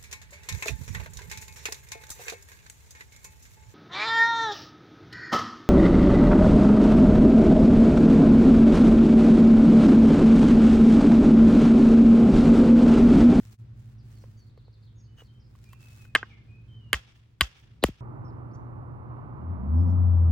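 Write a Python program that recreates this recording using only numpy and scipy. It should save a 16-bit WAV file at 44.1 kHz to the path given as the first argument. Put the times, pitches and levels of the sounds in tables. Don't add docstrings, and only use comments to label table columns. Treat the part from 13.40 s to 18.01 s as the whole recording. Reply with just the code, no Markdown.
import sys
import numpy as np
from scipy import signal
from scipy.fft import rfft, irfft, next_fast_len
from scipy.io import wavfile

SR = 44100
rng = np.random.default_rng(int(sys.argv[2]) if len(sys.argv) > 2 else 0)


def output_pcm(signal):
    pcm = np.clip(np.atleast_2d(signal).T, -1, 1) * 32767
    wavfile.write(sys.argv[1], SR, np.round(pcm).astype(np.int16))


N = 203204
T = np.arange(N) / SR
SIZE = next_fast_len(N, True)
FREQ = np.fft.rfftfreq(SIZE, 1 / SR)

# (frequency [Hz], relative level [dB])
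STONE_GRIT = [(150, -18), (400, -3), (850, -4), (1700, 5.5), (3000, -5.5), (4500, -6), (6200, -14),
              (8000, -1.5), (10500, -9), (13000, -2), (16000, -6)]
# (frequency [Hz], relative level [dB])
GARDEN_COLOUR = [(200, -5), (1500, 0), (3300, 3.5), (4200, -5), (5500, -5), (7000, -12), (9000, -18),
                 (15000, -17)]
# (time [s], level [dB], hardness as low-pass cutoff [Hz], ring of the steel on its seat [Hz])
LIGHT_TAPS = [(0.8383, -45.5, 1150, 502), (1.176, -50, 1070, 467), (1.2805, -52.5, 690, 463),
              (1.82, -48, 1170, 463), (2.152, -59, 3080, 1125), (2.331, -47, 4120, 1063),
              (2.652, -54, 3760, 1482), (4.484, -45, 3920, 449.6)]
# (time [s], level [dB])
STONE_SINKS = [(3.543, -20), (4.02, -15.5), (4.443, -14.5)]


def undb(db):
    return 10 ** (np.asarray(db) / 20)


def curve(rows):
    return undb(np.interp(T, *np.transpose(rows)))


def fade(t, t60):
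    return np.exp(-np.log(1000) * t / t60)


def shaped(x, response):
    return irfft(rfft(x, SIZE) * response, SIZE)[:N]


def lowpass(x, hz):
    return signal.sosfilt(signal.butter(2, min(hz, SR / 2 - 1), fs=SR, output="sos"), x)


def noise(points, size):
    hz, db = np.transpose(points)
    n = next_fast_len(size, True)
    f = np.fft.rfftfreq(n, 1 / SR)
    colour = undb(np.interp(np.log(f + 1), np.log(hz), db))
    x = irfft(rfft(rng.standard_normal(n)) * colour, n)[:size]
    return x / x.std()


def walk(rate):
    x = shaped(rng.standard_normal(N), np.exp(-np.minimum(FREQ / rate, 10) ** 2))
    return x / x.std()


def add(track, s, x):
    i = int(s * SR)
    track[..., i:i + x.shape[-1]] += x[..., :max(N - i, 0)]


def modes(rows, t):
    out = 0
    for k, (hz, db, t60) in enumerate(rows):
        out = out + (-1) ** k * undb(db) * np.sin(2 * np.pi * hz * t) * fade(t, t60)
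    return out


def echoes(x, t60, db, colour, patchy_db=2.5, bloom_s=.045, delay_s=0, grain_db=2):
    t = np.maximum(T[:SR] - delay_s, 0)
    unevenness = undb(patchy_db * walk(70) + grain_db * walk(900))[:SR]
    envelope = fade(t, t60) * (1 - fade(t, bloom_s)) * unevenness
    tails = np.array([noise(colour, SR) for _ in range(2)]) * envelope
    tails /= np.sqrt((tails ** 2).sum(axis=1, keepdims=True))
    return undb(db) * signal.fftconvolve(x[None], tails, axes=1)[:, :N]


def background(wander=0.011, throb_db=2.0, wide_hz=600):
    # (mean frequency [Hz], mean level [dB])
    hum_lines = [(59.2, -60.5), (107.7, -52.5), (119.6, -53.5), (215.4, -68)]
    # (time [s], level [dB])
    hum_swell = [(0, 3), (.9, 5), (1.2, -1), (2.0, 1.5), (2.4, 1.5), (3.5, 4.5), (3.62, -7), (4.15, -15.5),
                 (4.3, 0), (4.6, -13)]
    # (frequency [Hz], relative level [dB])
    air_colour = [(25, -19.5), (60, -5.5), (130, -5), (200, -18.5), (320, -22), (620, -36.5), (1500, -39.5),
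                  (5000, -50), (8500, -63.5), (16000, -72)]
    air_db = -54

    hum = np.zeros(N)
    for hz, db in hum_lines:
        level = undb(db + throb_db * walk(1.9)) * np.sqrt(2)
        pitch = hz * (1 + wander * walk(4))
        hum += level * np.sin(2 * np.pi * np.cumsum(pitch) / SR)
    mid = noise(air_colour, N)
    side = shaped(noise(air_colour, N), np.minimum(0.081 + FREQ / wide_hz, .9))
    air = undb(air_db + 0.32 * walk(7.4)) * np.array([mid + side, mid - side])
    swell = curve(hum_swell)
    return hum * swell * undb([[-.5], [.5]]) + air * swell ** 0.48


def note(length, start_hz, end_hz, rough):
    u = np.linspace(0, 1, int(length * SR))
    wobble = np.interp(u * length, np.linspace(0, 1, 700), rng.standard_normal(700))
    hz = (start_hz + (end_hz - start_hz) * u) * (1 + rough * wobble)
    return np.sin(2 * np.pi * np.cumsum(hz) / SR) * np.sqrt(np.abs(np.sin(np.pi * u)))


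def birds(waver=0.007, buzz=0.089, flutter_db=1.5, count=14):
    # (time [s], length [s], start pitch [Hz], end pitch [Hz], level [dB])
    whistles = [(0.75, 0.046, 4700, 4150, -67.5), (0.964, 0.084, 4710, 4330, -66),
                (1.557, 0.11, 6580, 6470, -68.5), (1.677, 0.033, 2964, 3010, -68.5),
                (1.766, 0.056, 6470, 6160, -70), (1.879, 0.063, 3160, 3103, -67),
                (2.25, 0.055, 2438, 2410, -59.5), (2.291, 0.094, 2650, 2670, -66),
                (2.388, 0.12, 2640, 2550, -63.5), (2.573, 0.096, 2623, 2455, -60.5),
                (2.85, .04, 2950, 2820, -65), (2.895, .04, 2520, 2120, -55), (2.92, .045, 2170, 2070, -62),
                (3.081, 0.1, 2434, 2553, -59.5), (3.281, 0.086, 3138, 3038, -60),
                (3.376, 0.13, 2990, 2818, -64)]
    # (time [s], start pitch [Hz])
    chirps = [(0.582, 5420), (0.796, 5900), (0.972, 6440), (1.073, 4490), (1.167, 4310), (1.24, 4600),
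              (1.318, 4700), (1.418, 4850), (1.455, 4200), (1.576, 6100), (1.635, 4900), (1.843, 4880),
              (1.995, 5400), (2.04, 5400), (2.245, 5600)]
    chirp_s, chirp_fall, chirp_db = 0.044, .85, -68
    far_span_s, far_hz, far_db = (.4, 3.5), 3595, -84

    out = np.zeros(N)
    for s, length, start_hz, end_hz, db in whistles:
        add(out, s, undb(db) * note(length, start_hz, end_hz, waver))
    for s in rng.uniform(*far_span_s, count):
        add(out, s, undb(far_db) * note(chirp_s, far_hz, far_hz, waver))
    for s, hz in chirps:
        add(out, s, undb(chirp_db) * note(chirp_s, hz, hz * chirp_fall, buzz))
    out *= undb(flutter_db * walk(40))
    return out + echoes(out, t60=0.38, db=-6.0, colour=GARDEN_COLOUR)


def rustle(grain_db=3, flutter_db=3.0, crackle_db=-5, crackle_spread_db=5, crackles_per_s=350):
    # (frequency [Hz], relative level [dB])
    rustle_colour = [(300, -4), (1500, 0.5), (4000, -3), (7500, -4), (13000, -12), (16000, -3.5)]
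    # (time of its height [s], rise [s], fall [s], level [dB])
    brushes = [(0.111, 0.2, 0.069, -58.5), (.47, 0.09, 0.086, -73.5), (.7, 0.042, 0.22, -66.5),
               (1.8, 0.017, 0.052, -66.5), (2.25, 0.094, 0.094, -67.5), (2.504, 0.12, 0.15, -61.5),
               (4.199, 0.035, 0.038, -72.5)]
    # (time [s], level [dB])
    snaps = [(2.159, -62), (2.24, -55)]
    rest_db = -84

    motion = np.full(N, undb(rest_db))
    for s, rise, fall, db in brushes:
        motion += undb(db) * np.exp(-((T - s) / np.where(T < s, rise, fall)) ** 2)
    grains = undb(grain_db * walk(500) + flutter_db * walk(13))
    flick_gain = undb(crackle_spread_db * np.minimum(rng.exponential(size=N), 4))
    flicks = (rng.random(N) < crackles_per_s / SR) * flick_gain
    crackle = undb(crackle_db) * signal.fftconvolve(flicks, fade(T[:SR // 100], 0.0033))[:N]
    envelope = motion * (grains + crackle)
    for s, db in snaps:
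        add(envelope, s, undb(db) * fade(T[:SR // 20], 0.019))
    return envelope * np.array([noise(rustle_colour, N) for _ in range(2)])


def contacts():
    # (time [s], level [dB], hardness as low-pass cutoff [Hz],
    # ring of the blade on its seat [Hz], seat level [dB], ring length left by the grip [0-1],
    # upper clank boost [dB])
    strikes = [(2.7505, -2.5, 5460, 1717, 0, 0.55, -2), (2.7567, -6, 3500, 1618, -0.5, 0.5, -3),
               (2.759, -8.5, 2200, 1536, 1.5, 0.7, -1), (2.829, -21, 1390, 1550, 8, 0.7, -6.5),
               (3.5302, -0.5, 8830, 1745, -7.5, 0.28, 0), (3.5378, -12.5, 5244, 1720, -7, 0.4, -1),
               (3.542, -13.5, 3670, 1405, -7, 0.5, 0), (4.009, 1, 8750, 2165, -7, 0.27, 9),
               (4.0143, -12, 5270, 1061, -8, 0.6, 8.5), (4.0168, -16.5, 3600, 1940, -7, 0.3, 7),
               (4.4381, -3.5, 10530, 2530, -4.5, 0.3, -1)]
    tap_seat_db, tap_ring = 7.5, .93
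    return [(*tap, tap_seat_db, tap_ring, 0) for tap in LIGHT_TAPS] + strikes


def garden(clack, near_db=-9, mid_db=-11.0, clank_db=-28, far_db=-20, far_t60=0.8, bright_hz=3800):
    # (frequency [Hz], relative level [dB])
    body_colour = [(300, -10.5), (1500, -2.5), (3400, -4.5), (6500, -0.5), (9500, -13.5), (13000, -13)]
    tree_ring_db = -32.5

    fronts = np.zeros(N)
    for s, db, hard_hz, *_ in contacts():
        add(fronts, s, undb(db) * lowpass(signal.unit_impulse(SR // 100), hard_hz))
    body = echoes(fronts, t60=0.13, db=near_db, colour=body_colour)
    walls = echoes(fronts + undb(clank_db) * clack, t60=0.15, db=mid_db, colour=GARDEN_COLOUR,
                   patchy_db=0.5, delay_s=0.019)
    bright = signal.sosfilt(signal.butter(2, bright_hz, "high", fs=SR, output="sos"), clack)
    trees = echoes(fronts + undb(tree_ring_db) * bright, t60=far_t60, db=far_db, colour=GARDEN_COLOUR,
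                   bloom_s=0.16, delay_s=0.045)
    return body + walls + trees


def debris(spray_db=-34, t60=0.14, grain_db=7):
    out, t = np.zeros((2, N)), T[:SR // 2]
    for s, db in STONE_SINKS:
        grains = undb(grain_db * walk(600)[:len(t)]) * fade(t, t60)
        spray = np.array([noise(STONE_GRIT, len(t)) for _ in range(2)])
        add(out, s, undb(db + spray_db) * grains * spray)
    return out


def thump(hz, sag, t60, rise_cycles=2.7):
    t = T[:SR // 4]
    cycles = np.log1p(sag * hz * t) / sag
    return -np.sin(2 * np.pi * cycles) * fade(t, t60) * (1 - fade(cycles, rise_cycles))


def soil():
    # (time [s], level [dB], start pitch [Hz], t60 [s], left minus right [dB])
    knocks = [(2.752, -16, 724, 0.018, -2), (2.83, -26.5, 754, 0.018, 1.5), (3.532, -25.5, 600, 0.028, -1),
              (4.01, -26, 602, 0.077, -1.5), (4.4291, -19.5, 688, 0.047, 7), (4.4396, -2.5, 1090, 0.031, 5),
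              (4.488, -24.5, 543, 0.089, 2)]
    knock_sag = .55
    soil_hz, soil_sag, soil_t60_s = 81, .2, 0.11

    out = np.zeros((2, N))
    for s, db, hz, t60, pan_db in knocks:
        add(out, s, undb([[db + pan_db / 2], [db - pan_db / 2]]) * thump(hz, knock_sag, t60))
    for s, db in STONE_SINKS:
        add(out, s, undb(db) * thump(soil_hz, soil_sag, soil_t60_s))
    return out


def scrapes(catch_db=3):
    # (time [s], length [s], level [dB], squeak pitch [Hz], pitch scatter [0-1], grit level [dB])
    slides = [(1.763, 0.076, -53.5, 2950, 0.05, -1), (4.422, 0.028, -28.5, 4000, 0.12, -15.5)]
    out, slip, catch = np.zeros(N), walk(1800), undb(catch_db * walk(200))
    for s, length, db, hz, scatter, grit_db in slides:
        size = int(length * SR)
        squeak = np.sin(2 * np.pi * np.cumsum(hz * (1 + scatter * slip[:size])) / SR)
        grit = undb(grit_db) * lowpass(noise(STONE_GRIT, SR), 1600)[:size]
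        add(out, s, undb(db) * (squeak + grit) * np.hanning(size))
    return out * catch


def ticks(t60=0.032, grit_db=-4, db_per_octave=14, snap_hz=3900, graze_s=0.0049, graze_db=-7,
          click_db=-8, click_t60=0.0205):
    # (frequency [Hz], relative level [dB])
    click_colour = [(300, -9), (1100, 1.5), (1850, -12), (2600, -20), (12000, -34)]
    out, t = np.zeros(N), T[:SR // 40]
    for s, db, hard_hz, _ in LIGHT_TAPS:
        gain = undb(db + grit_db + db_per_octave * np.log2(hard_hz / snap_hz))
        graze, snap = rng.standard_normal((2, len(t))) * fade(t, t60)
        click = undb(db + click_db) * noise(click_colour, len(t)) * fade(t, click_t60)
        add(out, s - graze_s, gain * undb(graze_db) * graze)
        add(out, s, gain * snap + click)
    return out


def chisel(crack_db=-8, crack_t60=0.014, spread_db=-14, bite_s=0.0013):
    # (frequency [Hz], level before the clank boost [dB], t60 before the grip shortens it [s])
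    steel_modes = [(313, -23, 0.049), (490, -23, 0.034), (693.8, -23, 0.046), (1208.4, -20, 0.076),
                   (1079.5, -15, 0.07), (1517, -13.5, 0.04), (1688, -11.5, 0.034), (1900, -11.5, 0.058),
                   (2088, -10, 0.048), (2440, -5.5, 0.01596), (2750, -7.5, 0.03), (3080, -7, 0.038),
                   (3477, -13.5, 0.032), (3924, -14, 0.022), (4620, -22, 0.04), (4780, -18, 0.034),
                   (7350, -19.5, 0.034), (8400, -16.5, 0.0083), (10420, -5, 0.029), (12100, -8.5, 0.01)]
    # (frequency [Hz], level [dB])
    afterring_modes = [(1090, -48), (1690, -52), (3070, -44), (4680, -49), (10420, -48.5)]
    afterring_t60_s = 0.17
    seat_t60_s = .024
    clank_hz = 4205

    out, t = np.zeros((2, N)), T[:SR // 3]
    afterring = modes([(hz, mode_db, afterring_t60_s) for hz, mode_db in afterring_modes], t)
    for s, db, hard_hz, seat_hz, seat_db, ring, clank_db in contacts():
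        rows = []
        for hz, mode_db, t60 in steel_modes:
            boost_db = clank_db * np.exp(-(2 * np.log2(hz / clank_hz)) ** 2)
            rows.append((hz, mode_db + boost_db, t60 * ring))
        steel = modes(rows, t)
        seat_envelope = fade(t, seat_t60_s * ring) * (1 - fade(t, 0.0025))
        seat = undb(seat_db) * np.sin(2 * np.pi * seat_hz * t) * seat_envelope
        both, left, right = (noise(STONE_GRIT, len(t)) * fade(t, crack_t60) for _ in range(3))
        crack = undb(crack_db) * both + undb(spread_db) * np.array([left, right])
        contact = (steel + afterring + seat + crack) * (1 - fade(t, bite_s))
        add(out, s, undb(db) * lowpass(contact, hard_hz))
    return out


def scene():
    # (frequency [Hz], phase [rad])
    port_phase = [(0, 1), (1500, -0.1), (3500, 1.39), (5400, 0.5), (8000, 0), (12000, -6.5), (16000, -5.5)]
    # (time [s], level [dB])
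    level_dip = [(.14, -3), (.175, -26), (.195, -2)]
    left, right = chisel() + scrapes() + ticks()
    left_lead = np.exp(1j * np.interp(FREQ, *np.transpose(port_phase)))
    near = np.array([shaped(left, left_lead), right])
    around = soil() + debris() + garden(right) + birds() + rustle() + background()
    return (near + around) * curve(level_dip)


def record(dry, drive=1.0, top_hz=16300):
    rounded = np.tanh(drive * dry) / drive
    return signal.sosfilt(signal.ellip(8, .2, 70, top_hz, fs=SR, output="sos"), rounded)


dry = scene()
out = record(dry)
output_pcm(out)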